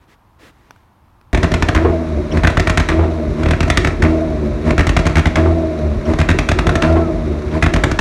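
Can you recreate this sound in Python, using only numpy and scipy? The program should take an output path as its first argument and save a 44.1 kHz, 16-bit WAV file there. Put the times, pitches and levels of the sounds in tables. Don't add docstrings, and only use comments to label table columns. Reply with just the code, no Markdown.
import sys
import numpy as np
from scipy import signal
from scipy.fft import rfft, irfft
from scipy.io import wavfile
from scipy.ndimage import uniform_filter1d

SR = 44100
rng = np.random.default_rng(int(sys.argv[2]) if len(sys.argv) > 2 else 0)


def materialize(psi):
    bounded = np.clip(np.atleast_2d(psi).T, -1, 1)
    quanta = np.round(bounded * 32767).astype(np.int16)
    wavfile.write(sys.argv[1], SR, quanta)


N = 352976
TIME = np.arange(N) / SR
ENGINE_ON_S, IDLE_HZ = 1.33, 78.8
PICKUP_S = 0.069

# start in seconds, relative crack level in dB, treble lift in dB.
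BACKFIRES = [(1.329, -17.5, 7), (1.3462, -9.5, 3), (1.3731, -13.5, 3), (1.4297, -8.5, 5.5),
             (1.4416, -4.5, -2), (1.516, -18.5, 10.5), (1.539, -10.5, 9.5), (1.623, -5, 1.5),
             (1.6852, -4, 0), (2.3709, -13, 1), (2.4337, -8.5, 2.5), (2.446, -5.5, -4), (2.4711, -3.5, 3.5),
             (2.5, -19.5, 8), (2.5706, -3.5, -1.5), (2.5958, -10, 10), (2.6715, -9.5, 7.5),
             (2.6962, -6.5, 7), (2.773, -6, 7.5), (2.7983, -7, 5), (3.4321, -16.5, 3.5), (3.458, -7.5, -5),
             (3.4835, -16, 4), (3.5083, -7.5, 5), (3.5336, -13, -5), (3.6043, -7, 1.5), (3.6291, -14, 5.5),
             (3.678, -24, 10), (3.7, -5, 6.5), (3.7722, -7.5, 11.5), (3.8457, -8.5, 6), (3.8714, -14, 9),
             (4.7056, -10.5, 0), (4.7793, -7, 3.5), (4.7922, -6, 0.5), (4.806, -7, 0.5),
             (4.868, -10.5, 8.5), (4.891, -8.5, 4), (4.9651, -2.5, 5), (4.9906, -11, 6), (5.053, -16, 5),
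             (5.0654, -6, 6), (5.095, -20, 1), (5.1542, -11, 6), (5.1674, -6.5, 1), (5.1793, -11.5, 6.5),
             (5.1923, -11, 4), (5.2554, -4.5, -3.5), (5.268, -13, 5.5), (6.1347, -15.5, 0),
             (6.1864, -12, 4.5), (6.1991, -16, 7), (6.2126, -9.5, 2.5), (6.2879, -4.5, 1.5),
             (6.3008, -13, 6), (6.3118, -7.5, 0), (6.3866, -4.5, 6.5), (6.4877, -7.5, 8), (6.5142, -9, 4),
             (6.5877, -5, 3), (6.6669, -10.5, 5), (6.6916, -9.5, 2), (6.754, -9, 7.5), (7.6239, -4.5, 3.5),
             (7.6372, -8, 2), (7.6608, -6, -0.5), (7.7367, -10.5, 8), (7.7608, -9, 1.5), (7.836, -2.5, 4.5),
             (7.864, -31, 6), (7.9136, -14.5, 8.5), (7.9887, -5, 5)]
# start in seconds, top firing rate in Hz,
# then relative levels in dB of boom, pipe drone, gas rush and whine.
SURGES = [(1.748, 83.38, -11, -14, -23, -26), (2.887, 82.47, -11, -15, -22, -27),
          (4.022, 80.45, -17, -13.5, -20.5, -24), (5.356, 82.9, -10, -15, -20.5, -21),
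          (6.82, 82.76, -11.5, -13.5, -17.5, -22.5)]
# slowest moment in seconds, firing rate there in Hz,
# then relative levels in dB of boom and pipe drone.
SAGS = [(2.23, 73.02, -13.5, -24), (3.319, 73.5, -26, -39), (4.511, 72.52, -22, -21.5),
        (5.95, 71.92, -12, -22), (7.392, 72.76, -19, -27)]
# time in seconds, strength in dB, chirp level in dB.
PICKUPS = [(2.364, -3.5, -32), (3.411, -7, -50), (4.689, -1, -56), (6.10, -3.5, -40), (7.559, -4.5, -40)]


def undb(db):
    return 10 ** (np.asarray(db) / 20)


def total_db(gains):
    return 10 * np.log10(sum(g ** 2 for g in gains))


def unit(x):
    return x / np.sqrt(np.mean(x ** 2) + 1e-20)


def add(out, s, x):
    i = max(int(s * SR), 0)
    out[i:i + len(x)] += x[:max(len(out) - i, 0)]


def convolve(x, response):
    return signal.fftconvolve(x, response)[:len(x)]


def colour(x, points, size=4096):
    hz, db = np.transpose(points)
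    bins_hz = np.maximum(np.arange(size // 2 + 1) * SR / size, 1)
    gain = undb(np.interp(np.log(bins_hz), np.log(hz), db))
    cepstrum = irfft(np.log(gain))
    cepstrum[1:size // 2] *= 2
    cepstrum[size // 2 + 1:] = 0
    response = irfft(np.exp(rfft(cepstrum)))
    return convolve(x, response / np.linalg.norm(response))


def noise():
    return rng.standard_normal(N)


def wander(rate_hz):
    hold = int(SR / rate_hz)
    steps = np.repeat(rng.standard_normal(N // hold + 1), hold)
    return unit(uniform_filter1d(uniform_filter1d(steps, hold), hold)[:N])


def fade(t, t60):
    return np.exp(-np.log(1000) * t / t60)


def swell(centre_s, length_s):
    return np.cos(np.pi * np.clip((TIME - centre_s) / length_s, -.5, .5)) ** 2


def surge(s, hold_s, fall_db_per_s, attack_s=0.022):
    attack = np.clip((TIME - s) / attack_s, 0, 1)
    return attack * undb(-fall_db_per_s * np.maximum(TIME - s - hold_s, 0))


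def quiet_shop(room_db=-51):
    # frequency in Hz, relative level in dB.
    room_eq = [(15, -33), (25, -3), (53, 0), (108, 0), (161, -9.5), (354, -12.5), (405, -20), (545, -19.5),
               (962, -11.5), (1940, -27), (2910, -31.5), (7510, -43.5), (11600, -41.5), (14000, -42),
               (16000, -47)]
    rustle_eq = [(24, -39), (40, -4), (81, -13), (151, -7), (290, 3.5), (852, -11.5), (965, -8), (1520, -8),
                 (1850, -5), (2440, -10), (16000, -33)]
    click_eq = [(59, -37), (100, -7), (930, 1), (1130, -6), (1480, 0), (1680, -7), (4200, -19), (5770, -16),
                (6840, -34), (8460, -27), (16000, -33)]
    # start in seconds, length in seconds, level in dB.
    rustles = [(-.03, 0.061, -58.5), (0.074, 0.086, -50.5), (0.385, 0.13, -44.5), (0.44, 0.44, -58)]
    # start in seconds, level in dB.
    clicks = [(0.708, -23), (0.762, -40), (1.213, -37.5)]
    rubs, taps = np.zeros(N), np.zeros(N)
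    for s, length_s, db in rustles:
        add(rubs, s, undb(db) * np.hanning(int(length_s * SR)) ** 0.33)
    for s, db in clicks:
        add(taps, s, undb(db) * fade(TIME[:SR // 10], t60=0.0089))
    room_tone = undb(room_db) * colour(noise(), room_eq)
    return room_tone + colour(noise() * rubs, rustle_eq) + colour(noise() * taps, click_eq)


def pop_cues():
    misfires = [(s, db, -6.5 + 0.15 * db, bright_db) for s, db, bright_db in BACKFIRES]
    catches = [(s + k / IDLE_HZ, -7 - 2.5 * k, -11.5 - 2.5 * k, 2.5 - 4.5 * k)
               for s, *_ in SURGES for k in range(4)]
    return misfires + catches


def backfires(rise_s, burn_s, tail_t60, tail_db, crackle_db):
    # frequency in Hz, 60 dB decay in seconds, relative level in dB.
    thump_modes = [(45.4, 0.31, -5.5), (82.4, 0.13, 2), (114, 0.073, -1), (156.5, 0.12, -3.5),
                   (243.7, 0.081, -5.5), (308.3, 0.087, -5.5), (388, 0.068, -14), (651, 0.044, -5.5)]
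    # frequency in Hz, relative level in dB.
    crack_eq = [(200, -30.5), (450, 0), (800, -1), (1100, 1.5), (1700, 3), (2300, 0.5), (3000, -8),
                (3900, -10), (4900, -16.5), (6200, -17), (8500, -24.5), (11000, -32), (13500, -43),
                (16000, -49)]
    t = TIME[:SR // 4]
    attack = 1 - np.exp(-t / rise_s)
    burn = attack * (np.exp(-(t / burn_s) ** 2) + undb(tail_db) * fade(t, tail_t60))
    crackle = unit(noise() * undb(crackle_db * wander(1500)))
    cracks, thumps = np.zeros(N), np.zeros(N)
    for s, crack_db, thump_db, bright_db in pop_cues():
        flame = crackle[rng.integers(N - len(t)):][:len(t)] * burn
        centre_hz = 1250 * 2 ** rng.uniform(-.7, .7)
        flame = .9 * flame + .45 * signal.lfilter(*signal.iirpeak(centre_hz, 1, fs=SR), flame)
        dull = uniform_filter1d(flame, size=9)
        add(cracks, s, undb(crack_db) * (dull + undb(bright_db) * (flame - dull)))
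        detune = 1 + 0.038 * rng.standard_normal(len(thump_modes))
        ring = sum(-(-1) ** k * undb(db) * fade(t, t60) * np.sin(2 * np.pi * hz * detune[k] * t)
                   for k, (hz, t60, db) in enumerate(thump_modes))
        add(thumps, s, undb(thump_db) * ring)
    return undb(-6.5) * colour(cracks, crack_eq) + undb(-1.0) * thumps


def workshop_ring(x, t60, wet_db):
    t = TIME[:SR // 2]
    tail = rng.standard_normal(len(t)) * fade(t, t60) * (t > .004)
    tail = signal.sosfilt(signal.butter(1, [300, 6000], "band", fs=SR, output="sos"), tail)
    return x + undb(wet_db) * convolve(x, tail / np.linalg.norm(tail))


def firing_rate(rise_s, sag_power):
    hz = np.full(N, IDLE_HZ)
    for (start, top_hz, *_), (slowest, low_hz, *_), (pickup, *_) in zip(SURGES, SAGS, PICKUPS):
        top = start + rise_s
        stages = [(start, top), (top, slowest), (slowest, pickup)]
        rise, sag, recover = (np.clip((TIME - a) / (b - a), 0, 1) for a, b in stages)
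        hz += (top_hz - IDLE_HZ) * np.sin(np.pi / 2 * rise)
        hz += (low_hz - top_hz) * sag ** sag_power
        hz += (IDLE_HZ - low_hz) * recover
    return hz


def misfiring(hold_s):
    near = np.zeros(N)
    for s, *_ in BACKFIRES:
        add(near, s - hold_s / 2, np.hanning(int(2 * hold_s * SR)))
    return np.minimum(near, 1)


def engine_load(stumble):
    boom = [undb(-23.5), undb(-20) * stumble]
    drone = [undb(-25), undb(-24.5) * stumble]
    gas = [undb(-30.5), undb(-26.5) * stumble]
    for s, _, boom_db, drone_db, gas_db, _ in SURGES:
        boom.append(undb(boom_db) * surge(s, hold_s=.15, fall_db_per_s=101))
        drone.append(undb(drone_db) * surge(s, hold_s=0.024, fall_db_per_s=27.5))
        gas.append(undb(gas_db) * surge(s, hold_s=.03, fall_db_per_s=78))
    for s, _, boom_db, drone_db in SAGS:
        coast = swell(s - 0.066, length_s=0.26)
        boom.append(undb(boom_db) * coast)
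        drone.append(undb(drone_db) * coast)
    for s, db, _ in PICKUPS:
        boom.append(undb(db - 6.5) * swell(s, PICKUP_S))
        push = undb(db) * swell(s, 2 * PICKUP_S)
        drone.append(undb(-10) * push)
        gas.append(undb(-17) * push)
    return total_db(boom), total_db(drone), total_db(gas)


def firing(cycles, pull, boom_db, drone_db, stumble):
    # multiple of the firing rate, relative dB when pulling and when coasting.
    harmonics = [(2, -9, -1), (3, -4, -1), (4, 0, -4), (5, -16, -5), (6, -21, -17), (7, -24, -17),
                 (11, -24, -34), (12, -27, -34)]
    cycles = cycles + .03 * (1.25 - pull) * wander(45)
    waver_db = 2.4 - pull
    tones = np.zeros(N)
    for k, pull_db, coast_db in harmonics:
        level_db = coast_db + pull * (pull_db - coast_db) + waver_db * wander(24)
        tones += undb(level_db) * np.sin(2 * np.pi * (k * cycles + rng.random()))
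    drone = unit(tones) * undb(drone_db - 3 + 2 * pull - 6 * stumble)
    boom = unit(np.sin(2 * np.pi * cycles)) * undb(boom_db - 3 + 1.2 * wander(25) - 8.8 * stumble)
    return boom + drone


def cylinder_pulses(cycles, jitter_s, scatter_db):
    cylinder_db = [3, -8, -3.2, 3.7, -2, -1.8]
    onsets = np.flatnonzero(np.diff(np.floor(cycles)))
    timing, strength = rng.standard_normal((len(onsets), 2)).T
    late = (jitter_s * SR * timing).astype(int)
    level_db = np.resize(cylinder_db, len(onsets)) + scatter_db * strength
    out = np.zeros(N)
    out[np.clip(onsets + late, 0, N - 1)] = undb(level_db)
    return out


def exhaust_roughness(cycles, pull, boom_db, drone_db, stumble):
    # frequency in Hz, bandwidth in Hz, relative level in dB.
    pipe_modes = [(162, 20, -9.5), (236.7, 46, -4), (332, 73, 3), (369, 27.2, 0), (451, 55, -7),
                  (654.5, 107, -2)]
    # frequency in Hz, relative level in dB.
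    rumble_eq = [(15, -44), (28, -33.5), (42, -0.5), (60, -0.5), (110, -7), (200, -18), (400, -18),
                 (1000, -65), (16000, -110)]
    t = TIME[:SR // 8]
    pipe = sum(undb(db) * np.exp(-np.pi * width * t) * np.sin(2 * np.pi * hz * t) * (-1) ** k
               for k, (hz, width, db) in enumerate(pipe_modes))
    blows = unit(convolve(cylinder_pulses(cycles, jitter_s=0.00078, scatter_db=2.0), pipe))
    flow = unit(convolve(noise(), pipe))
    rumble = unit(colour(noise(), rumble_eq))
    blows_db = drone_db - 10.0 - 1.4 * pull + stumble
    flow_db = -26.5 + 0.34 * (drone_db - np.mean(drone_db)) + 2 * stumble + 2 * wander(14)
    rumble_db = -25.5 - 2 * pull + 0.063 * (boom_db - np.mean(boom_db)) + 2 * stumble + 5 * wander(24)
    return blows * undb(blows_db) + flow * undb(flow_db) + rumble * undb(rumble_db)


def gas_rush(cycles, gas_db):
    # frequency in Hz, relative level in dB.
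    gas_eq = [(300, -24.5), (800, -6), (1000, 4.5), (1350, -1.5), (1600, -4), (2200, -4.5), (3100, -17),
              (4000, -17), (6800, -25.5), (11000, -35.5), (16000, -72)]
    puffs = unit(1.4 + np.exp(-(cycles % 1) / 0.61))
    return unit(colour(noise() * puffs, gas_eq)) * undb(gas_db - 8.0)


def valve_clatter(cycles, level_db, chain_whirr=2.1):
    # frequency in Hz, relative level in dB.
    clatter_eq = [(300, -9), (800, -8), (980, -10), (1300, 0.5), (1800, -5.5), (2300, -3.5), (3100, -16),
                  (3800, -6), (4900, -18.5), (5800, -13.5), (8000, -26.5), (11000, -27.5), (13500, -45),
                  (16000, -85)]
    strikes = cylinder_pulses(2 * cycles, jitter_s=0.00042, scatter_db=6)
    ticks = unit(convolve(strikes, fade(TIME[:SR // 30], t60=0.04)))
    return unit(colour(noise() * (chain_whirr + ticks), clatter_eq)) * undb(level_db)


def whine(cycles, stumble, ratio=8.02, follow=0.724, waver_db=3):
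    turns = follow * cycles + (1 - follow) * IDLE_HZ * TIME
    phase_wobble = 0.78 * wander(45) + 0.63 * wander(150)
    tone = unit(np.sin(2 * np.pi * ratio * turns + phase_wobble))
    idle = undb(-36.5 + 3 * stumble)
    surges = [undb(db) * surge(s, hold_s=.16, fall_db_per_s=30) for s, *_, db in SURGES]
    pickups = [undb(db - 21.5) * swell(s, 2 * PICKUP_S) for s, db, _ in PICKUPS]
    return tone * undb(total_db([idle] + surges + pickups) + waver_db * wander(70))


def chuffs(t60):
    # start in seconds, relative level in dB.
    burns = [(1.847, 1.5), (1.856, -13), (1.897, -11), (2.991, 0), (3.035, -5), (5.456, -2.5), (5.467, -18),
             (6.957, -3), (6.966, -5.5), (6.977, -18)]
    # frequency in Hz, relative level in dB.
    chuff_eq = [(100, -5), (220, -5), (350, 13), (500, -1.5), (800, -4), (1100, -3.5), (1700, -15.5),
                (3000, -26), (8000, -62), (16000, -90)]
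    puffs = np.zeros(N)
    for s, db in burns:
        add(puffs, s, undb(db - 9.5) * fade(TIME[:SR // 6], t60))
    return colour(noise() * puffs, chuff_eq)


def lulls(after_surge_s, after_sag_s, length_s, depth_db):
    times = [s + after_surge_s for s, *_ in SURGES] + [s + after_sag_s for s, *_ in SAGS]
    return undb(depth_db * sum(swell(s, length_s) for s in times))


def chirps(length_s, lead_s):
    # frequency in Hz, relative level in dB.
    metal_modes = [(3020, 0), (5550, -5)]
    scrape = sum(undb(db) * swell(s - lead_s, length_s) for s, _, db in PICKUPS)
    ring = sum(undb(db) * wander(1000) * np.sin(2 * np.pi * hz * TIME) for hz, db in metal_modes)
    return scrape * unit(ring)


def whistle(octave_db):
    # time in seconds, pitch in Hz, level in dB.
    arch = [(6.74, 655, -28), (6.82, 680, -29), (6.89, 693.4, -25.5), (6.99, 668, -29), (7.04, 653, -25),
            (7.1, 620, -32), (7.16, 590, -65)]
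    times, *columns = np.transpose(arch)
    hz, db = (np.interp(TIME, times, column) for column in columns)
    phase = 2 * np.pi * np.cumsum(hz * (1 + 0.013 * wander(120))) / SR
    tone = unit(np.sin(phase) + undb(octave_db) * np.sin(2 * phase))
    return tone * undb(db + 2.5 * wander(57)) * (TIME > times[0])


def scene():
    hz = firing_rate(rise_s=.155, sag_power=1.45)
    cycles = np.cumsum(hz) / SR
    pull = np.clip((hz - 76) / 4, 0, 1)
    stumble = misfiring(hold_s=0.047)
    boom_db, drone_db, gas_db = engine_load(stumble)
    exhaust = firing(cycles, pull, boom_db, drone_db, stumble)
    exhaust += exhaust_roughness(cycles, pull, boom_db, drone_db, stumble)
    exhaust *= lulls(after_surge_s=0.375, after_sag_s=0.015, length_s=0.13, depth_db=-1.5)
    machinery = gas_rush(cycles, gas_db) + valve_clatter(cycles, level_db=-42.5) + whine(cycles, stumble)
    machinery += whistle(octave_db=-6) + chirps(length_s=.03, lead_s=0.041)
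    pops = backfires(rise_s=0.00085, burn_s=0.008, tail_t60=0.23, tail_db=-23.0, crackle_db=2.5)
    pops += chuffs(t60=0.13)
    engine = exhaust + machinery + workshop_ring(pops, t60=0.45, wet_db=-12)
    return (engine * (TIME >= ENGINE_ON_S) + quiet_shop())[None]


def record(dry):
    top_hz = 15900
    rounded = dry / (1 + dry ** 8) ** (1 / 8)
    return signal.sosfilt(signal.ellip(8, .2, 70, top_hz, fs=SR, output="sos"), rounded)


dry = scene()
out = record(dry)
materialize(out)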